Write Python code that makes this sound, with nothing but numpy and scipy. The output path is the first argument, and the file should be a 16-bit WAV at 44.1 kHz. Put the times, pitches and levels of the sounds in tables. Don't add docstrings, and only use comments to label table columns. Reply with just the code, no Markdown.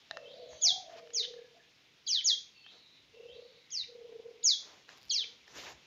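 import sys
import numpy as np
from scipy import signal
from scipy.io import wavfile

SR = 44100
rng = np.random.default_rng(int(sys.argv[2]) if len(sys.argv) > 2 else 0)


def store_wav(level_fs):
    pcm = np.round(np.clip(np.atleast_2d(level_fs), -1, 1) * 32767)
    wavfile.write(sys.argv[1], SR, pcm.T.astype(np.int16))


def attenuation_scalar(level_db):
    decades = np.asarray(level_db, float) / 20
    return 10 ** decades


N = 258426


def rms_one(x):
    return x / np.sqrt(np.mean(x ** 2) + 1e-20)


def at_hz(points, hz):
    table_hz, values = np.transpose(points)
    return np.interp(np.log(hz), np.log(table_hz), values)


def drift(rate, count=N):
    r = np.exp(-2 * np.pi * rate / SR)
    settle = 20000
    wander = signal.lfilter([1], [1, -2 * r, r * r], rng.standard_normal(count + settle))
    return rms_one(wander[settle:])


def add(out, s, x):
    i = round(s * SR)
    out[i:i + len(x)] += x[:N - i]


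def fade(count, in_s, out_s):
    t = np.arange(count) / SR
    nearest_end = np.minimum(t / in_s, t[::-1] / out_s)
    return np.sin(np.pi / 2 * np.clip(nearest_end, 0, 1)) ** 2


def turns(hz):
    return 2 * np.pi * np.cumsum(hz) / SR


def ring(clicks, hz, t60):
    r, w = attenuation_scalar(-60 / (t60 * SR)), 2 * np.pi * hz / SR
    return signal.lfilter([0, np.sin(w)], [1, -2 * r * np.cos(w), r * r], clicks + 1e-18)


def band_pass(x, low_hz, high_hz, order=2):
    return signal.sosfilt(signal.butter(order, [low_hz, high_hz], "band", fs=SR, output="sos"), x)


def coloured(source, spectrum, patchy_db):
    out, edges = 0, 22 * 2 ** np.arange(0, 9.6, .5)
    for k, (low, high) in enumerate(zip(edges, edges[1:])):
        band = band_pass(source[k % 2], low, high)
        hz = min(np.sqrt(low * high), 6000)
        out = out + band * attenuation_scalar(at_hz(spectrum, hz) + patchy_db * drift(16.0))
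    return out


def near_1k(x):
    return x / np.std(band_pass(x, 950, 1500))


def effort(length, peak, rise_db, fall_db):
    share, peak = np.linspace(0, 1, int(length * SR)), np.clip(peak, .05, .95)
    rising = -rise_db * (1 - share / peak) ** 2
    falling = -fall_db * ((share - peak) / (1 - peak)) ** 2
    return np.where(share < peak, rising, falling)


def air():
    # frequency in Hz, density in dB per Hz.
    spectrum = [(15, -66), (25, -27.5), (54, -20), (153, -8), (389, -11), (503, -12), (696, -19.5),
                (1010, -10.5), (1540, -24.5), (1690, -14), (2080, -18), (2230, -9), (3900, -8.5),
                (6500, -22.5), (8450, -53), (14300, -120)]
    # time in seconds, level near 1.2 kHz in dB.
    levels = [(0.0, -77), (2.4, -79.5), (4.5, -79), (5.86, -76.5)]
    s, level_db = np.transpose(levels)
    tone = near_1k(coloured(rng.standard_normal((2, N)), spectrum, patchy_db=1.2))
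    return attenuation_scalar(np.interp(np.arange(N) / SR, s, level_db)) * tone


def rumble():
    # centre of the swell in seconds, level in dB.
    lumps = [(0.54, -68), (0.73, -65.5), (3.06, -68.5), (3.34, -67.5), (3.83, -66.5), (5.08, -68),
             (5.58, -61), (5.74, -71)]
    t, swell_s, floor_db = np.arange(N) / SR, 0.034, -81.5
    level = attenuation_scalar(floor_db)
    for s, lump_db in lumps:
        level = level + attenuation_scalar(lump_db) * np.exp(-np.abs(t - s) / swell_s)
    low = band_pass(rng.standard_normal(N), 55, 170)
    return attenuation_scalar(-2) * level * rms_one(low)


def dove(calls, throb_hz, sharp, rough, rush_db, sag):
    out = np.zeros(N)
    for s, length, peak_hz, peak_db, peak in calls:
        effort_db = effort(length, peak, rise_db=10.5, fall_db=19.5)
        hz = peak_hz * (1 + sag * effort_db)
        throb = np.cos(turns(throb_hz * (1 + 0.13 * drift(4.2, count=len(hz)))))
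        swell = np.exp(sharp * throb) * (1 + rough * drift(44, count=len(hz)))
        tone = np.sin(turns(hz * (1 + .027 * drift(40, count=len(hz)))))
        rush = rms_one(ring(rng.standard_normal(len(hz)), 650, 0.0066))
        coo = rms_one(swell * (tone + attenuation_scalar(rush_db) * rush))
        add(out, s, attenuation_scalar(peak_db + effort_db) * fade(len(hz), 0.024, 0.016) * coo)
    return out


def songbird():
    # start in seconds, length in seconds, pitch in Hz, quaver depth in Hz, level in dB.
    whistles = [(0.094, 0.17, 2730, 40, -64), (2.527, 0.15, 2693, 59, -63),
                (3.102, 0.28, 2770, 90.3, -66.5), (0.477, 0.14, 6410, 300, -62),
                (1.365, 0.023, 1710, 40.2, -61), (1.436, .021, 1693, 41.1, -63.5),
                (1.585, 0.022, 1710, 40.2, -61), (2.53, .13, 4480, 110, -65),
                (3.599, 0.27, 2146, 101.5, -68)]
    # start in seconds, slur level in dB, trill level in dB, trill depth in Hz.
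    phrases = [(0.247, -55.5, -61, 478), (2.634, -55, -63, 232), (3.277, -56.5, -65.5, 328)]
    # start s, length s, from Hz, to Hz, bend of the glide, trill depth Hz, level dB.
    notes = []
    for s, length, hz, quaver_hz, level_db in whistles:
        notes.append((s, length, hz, 0.96 * hz, 1, quaver_hz, level_db))
    for s, slur_db, trill_db, depth_hz in phrases:
        notes.append((s, .065, 3050, 4450, 2, 60, slur_db))
        notes.append((s + .05, .3, 4150, 3900, 1, depth_hz, trill_db))
    for s, length, from_hz, to_hz, bend, trill_hz, level_db in notes:
        t = np.arange(int(length * SR)) / SR
        trill = np.sin(2 * np.pi * 34 * t) + .5 * drift(120, count=len(t))
        hz = from_hz + (to_hz - from_hz) * (t / length) ** bend + trill_hz * trill
        None
    out = np.zeros(N)
    for s, length, from_hz, to_hz, bend, trill_hz, level_db in notes:
        t = np.arange(int(length * SR)) / SR
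        trill = np.sin(2 * np.pi * 34 * t) + .5 * drift(120, count=len(t))
        hz = from_hz + (to_hz - from_hz) * (t / length) ** bend + trill_hz * trill
        add(out, s, attenuation_scalar(level_db) * fade(len(t), 0.005, 0.012) * np.sin(turns(hz)))
    return out


def ticks():
    # time in seconds, peak in dB, main ring in Hz, dB of the part above the low modes.
    hits = [(0.111, -23, 3890, -2.5), (0.171, -29, 1400, 4.5), (0.532, -40.5, 945, -25.5),
            (1.074, -47.5, 2983, 3), (1.105, -47.5, 2850, 12), (1.339, -43.5, 3740, 1),
            (2.664, -42.5, 2690, 2), (2.728, -64, 4350, -11.5), (4.135, -58.5, 2060, -5),
            (4.164, -57, 2130, -6), (4.822, -62, 2210, -14), (4.891, -37.5, 1660, 7),
            (5.479, -41.5, 5450, -21)]
    # mode in Hz, level in dB, t60 in seconds.
    perch = [(840, -8.5, 0.052), (1400, -28, .016), (1793, 6, 0.015), (2880, 2.5, 0.0047), (4050, 0, .007),
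             (5010, -10, 0.013)]
    s, level_db, main_hz, bright_db = np.transpose(hits)
    at = np.round(s * SR).astype(int)
    luck = rng.normal(0, 2.1, (len(s), len(perch)))
    out = np.zeros(N)
    for k, (hz, mode_db, t60) in enumerate(perch):
        clicks = np.zeros(N)
        clicks[at] = attenuation_scalar(level_db - 13.5 + mode_db + luck[:, k] + bright_db * (hz > 2500))
        out += ring(clicks, hz, t60)
    for i, peak_db, hz in zip(at, level_db, main_hz):
        add(out, i / SR, ring(np.eye(1, 2000)[0] * attenuation_scalar(peak_db - 5.5), hz, 0.009))
        dry_crack = rng.standard_normal(300) * attenuation_scalar(-np.arange(300) / 7.0)
        add(out, i / SR, attenuation_scalar(peak_db - 15.5) * dry_crack)
    return band_pass(out, 500, 6000)


def scuffs():
    # start in seconds, length in seconds, level in dB, share at which the stroke is hardest,
    # grit above 3 kHz in dB re the dull part.
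    strokes = [
        (0.486, 0.11, -70, 0.3, -10),
        (0.866, 0.11, -67, 0.49, -11),
        (0.943, 0.066, -60.5, 0.61, -22),
        (2.689, .13, -70.5, 0.25, -26.5),
        (4.569, 0.28, -67.5, 0.45, -7),
        (4.861, 0.15, -66, 0.21, -5),
        (5.16, 0.27, -75, 0.31, -12),
        (5.444, 0.13, -68.5, 0.65, -2),
        (5.527, .13, -58, .45, 0.3),
        (5.614, .13, -57, 0.45, -2.7),
    ]
    # frequency in Hz, density in dB per Hz.
    spectrum = [(35, -53.5), (60, -14), (237, -9.5), (461, -2), (518, -4.5), (798, -4.5), (1300, -6.5),
                (1680, -4.5), (1850, -6), (6500, -6.5), (8450, -32.5), (14300, -120)]
    hit = rng.random((2, N)) < 8000 / SR
    size = attenuation_scalar(0.86 * np.minimum(rng.exponential(1, (2, N)), 4))
    grit = hit * size * rng.choice([-1, 1], (2, N))
    sound = near_1k(coloured(grit, spectrum, patchy_db=2.0))
    dull = signal.sosfilt(signal.butter(1, 3000, fs=SR, output="sos"), sound)
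    stroke, bright = np.zeros((2, N))
    for s, length, peak_db, peak, grit_db in strokes:
        press = attenuation_scalar(peak_db + effort(length, peak, rise_db=16.5, fall_db=12))
        press = press * fade(len(press), 0.037, 0.016)
        add(stroke, s, press)
        add(bright, s, attenuation_scalar(grit_db) * press)
    return stroke * dull + bright * (sound - dull)


def thumps():
    # time in seconds, peak in dB, pitch in Hz.
    pushes = [
        (0.529, -61.5, 75.4),
        (0.739, -73, 70),
        (5.099, -70, 116),
        (5.578, -63, 99.6),
        (5.748, -64.5, 69),
    ]
    out = np.zeros(N)
    for s, level_db, hz in pushes:
        t = np.arange(int(.06 * SR)) / SR
        add(out, s - .01, attenuation_scalar(level_db) * np.sin(2 * np.pi * hz * t) * fade(len(t), 0.011, 0.037))
    return out


def fledgling():
    # start in seconds, level in dB, growth over the chirp in dB, attack in seconds,
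    # fundamental at the start in dB re the loudest partial.
    chirps = [
        (0.61, -26.5, -3.5, 0.023, -4),
        (1.132, -33.5, 3.5, 0.0066, -8.0),
        (2.073, -31.5, 2.5, 0.0094, 12),
        (2.236, -28, -3.5, 0.017, -26),
        (3.712, -38.5, 3.5, 0.0053, -8.5),
        (4.433, -27.5, -12, .015, -29),
        (5.108, -33.5, -2.5, 0.006, 8.5),
    ]
    # length in seconds, aimed from Hz, to Hz, hold at the top,
    # settling at the end (exponents).
    glides = [(.116, 7080, 3230, 2.15, 2.75), (.092, 6900, 3600, 1.95, 2.45), (.129, 7120, 2980, 1.2, 1.4),
              (.112, 6960, 3250, 2.45, 4.9), (.118, 7450, 3610, .95, 1.35), (.123, 7230, 3290, 1.62, 2.35),
              (.125, 7370, 2960, .97, 1.17)]
    # multiple of the loudest partial (half steps belong to the fundamental), level in dB.
    overtones = [(1.5, -5), (2, -29), (2.5, -7), (3, -21), (3.5, -7), (4, -21)]
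    # start in seconds, length in seconds,
    # from Hz, scatter in Hz, level in dB.
    grace = [(0.609, .012, 5525, 900, -43), (0.72, 0.007, 2580, 200, -61), (1.128, 0.012, 6300, 930, -53),
             (1.211, .026, 5020, 700, -37.5), (1.227, 0.03, 5020, 650, -36), (1.22, .032, 2695, 350, -52.5),
             (2.062, 0.018, 5830, 253, -34.5), (2.2, .02, 2886, 250, -45), (2.342, 0.014, 2630, 203, -56),
             (3.701, .012, 7140, 497, -46.5), (3.826, 0.0196, 3590, 510, -48.5),
             (4.427, 0.0094, 5640, 900, -43), (5.224, .022, 3500, 300, -42),
             (5.093, .022, 5900, 150, -25.5)]
    onset_hz, onset_s = 6650, .008
    settled_db, settle_s = -32.5, 0.03
    out = np.zeros(N)
    for (s, mean_db, grow_db, attack_s, start_db), (length, from_hz, to_hz, hold, settle) in zip(chirps, glides):
        share = np.linspace(0, 1, int(length * SR))
        hz = from_hz * (to_hz / from_hz) ** (1 - (1 - share ** hold) ** settle)
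        hz = hz * (1 - (1 - onset_hz / from_hz) * np.exp(-share * length / onset_s))
        level_db = mean_db + grow_db * (share - .5) - 7.5 * (2 * share - 1) ** 2
        low_db = settled_db + (start_db - settled_db) * np.exp(-share * length / settle_s)
        low_db = low_db + 40 * np.minimum(np.log2(hz / 2 / 1900), 0)
        phase = turns(hz * (1 + .002 * drift(150, count=len(hz))))
        waver = attenuation_scalar(4 * drift(40, count=len(hz)))
        voice = np.sin(phase) + attenuation_scalar(low_db) * waver * np.sin(phase / 2)
        for multiple, over_db in overtones:
            odd_db = low_db * (multiple % 1 > 0)
            steepness = 3 if multiple < 2 else 9
            beak = np.minimum(multiple * hz / 12000, 1) ** steepness * (1 - .7 * share)
            audible = multiple * hz < .45 * SR
            voice = voice + attenuation_scalar(over_db + odd_db) * waver * np.sin(multiple * phase) * beak * audible
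        add(out, s, 1.904 * attenuation_scalar(level_db) * fade(len(hz), attack_s, 0.0073) * voice)
    for s, length, from_hz, scatter_hz, level_db in grace:
        share = np.linspace(0, 1, int(length * SR))
        hz = from_hz * (.7 + .3 * (1 - share) ** 2.2)
        hz = hz + scatter_hz * np.tanh(drift(400, count=len(hz)))
        rough = 1 + .3 * drift(300, count=len(hz))
        add(out, s, attenuation_scalar(level_db) * rough * fade(len(hz), .6 * length, .004) * np.sin(turns(hz)))
    return out


def creak():
    # start in seconds, end in seconds, clicks per second, level in dB.
    slips = [
        (4.975, 4.995, 140, -45),
        (5.015, 5.1, 130, -44),
        (1.08, 1.11, 45, -54),
    ]
    tones = [(5000, -10), (10600, 3), (13500, 0)]   # (Hz, dB)
    out = np.zeros(N)
    for start, end, per_s, level_db in slips:
        for s in np.arange(start, end, 1 / per_s):
            luck = rng.normal(0, 1, 7)
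            click = np.eye(1, 300)[0] * attenuation_scalar(level_db + 2.5 * luck[0])
            for k, (hz, tone_db) in enumerate(tones):
                snap = ring(click, hz * (1 + .06 * luck[k + 4]), .003)
                add(out, s, attenuation_scalar(tone_db + 3 * luck[k + 1]) * snap)
    return out


def early(x):
    # delay in seconds, gain.
    echoes = [(.0013, .25), (.0031, -.35), (.0047, .45), (.0069, -.3), (.0098, .2), (.0137, -.15)]
    out = x.copy()
    for delay_s, gain in echoes:
        add(out, delay_s, gain * x)
    return out / np.sqrt(1 + np.sum(np.array(echoes)[:, 1] ** 2))


def room(x, gap_s):
    # frequency in Hz, t60 in seconds.
    decay = [(400, 0.6), (1500, 0.28), (3200, 0.32), (4800, 0.36), (6800, 0.4)]
    t, tail = np.arange(SR) / SR, 0
    for hz in 250 * 2 ** np.arange(0, 6.):
        band = band_pass(rng.standard_normal(SR), hz / 2 ** .5, hz * 2 ** .5)
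        tail = tail + band * attenuation_scalar(-60 * t / at_hz(decay, hz))
    tail = tail * np.clip(t / gap_s, 0, 1)
    return signal.fftconvolve(x, tail / np.sqrt(np.sum(tail ** 2) / 1.1))[:N]


def scene():
    # start in seconds, length in seconds,
    # pitch at full effort in Hz, level in dB, share of the coo at which effort peaks.
    near_coos = [
        (.15, 0.45, 492.3, -52, 0.56),
        (.93, .54, 472.6, -51, 0.8),
        (1.45, 0.13, 471, -63.5, 0.33),
        (2.27, 0.12, 486, -65.5, 0.67),
        (3.12, 0.21, 467.3, -51.5, 0.67),
        (3.27, 0.32, 485.5, -52, 0.18),
        (3.86, 0.6, 469.6, -48.5, 0.57),
        (5.1, .3, 466.6, -64.5, 0.25),
    ]
    high_coos = [
        (.09, 0.19, 657, -53, .15),
        (.32, 0.35, 654, -54, 0.26),
        (.61, 0.28, 746, -50.5, .55),
        (.82, .3, 673, -52.5, 0.25),
        (1.53, 0.076, 697, -65, .5),
    ]
    mid_coos = [
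        (.13, .42, 565.6, -54, 0.23),
        (3.14, 0.397, 548.5, -59.5, 0.61),
    ]
    doves = dove(near_coos, 31, sharp=.65, rough=.3, rush_db=-23, sag=.0005)
    doves += dove(high_coos, 47.9, sharp=0.78, rough=0.21, rush_db=-19, sag=.009)
    doves += dove(mid_coos, 40, sharp=0.5, rough=0.1, rush_db=-18.5, sag=0.00092)
    far, taps, strokes, bird = songbird(), ticks(), scuffs(), fledgling()
    sent = attenuation_scalar(-10.5) * bird + attenuation_scalar(-18.5) * taps + attenuation_scalar(-12.5) * strokes + attenuation_scalar(-12.0) * doves + far
    wet = room(sent, 0.0061)
    near = early(bird) + taps + creak() + strokes + thumps()
    return (near + 0.88 * doves + .08 * far + wet + air() + rumble())[None]


def low_pass(x):
    return signal.sosfilt(signal.butter(12, 15500, fs=SR, output="sos"), x)


def record(dry):
    port_hz = [11600, 15200]
    cut_hz = 7100
    dry = signal.sosfilt(signal.butter(1, 35, "high", fs=SR, output="sos"), dry)
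    body = signal.sosfilt(signal.cheby2(10, 55, cut_hz * 1.185, fs=SR, output="sos"), dry)
    shelf = signal.sosfilt(signal.butter(4, cut_hz * 1.05, "high", fs=SR, output="sos"), dry)
    port = band_pass(dry, *port_hz, order=3)
    hiss = attenuation_scalar(-86) * rng.standard_normal(dry.shape)
    return low_pass(body + attenuation_scalar(-31) * shelf + attenuation_scalar(-23) * port + hiss)


dry = scene()
out = record(dry)
store_wav(out)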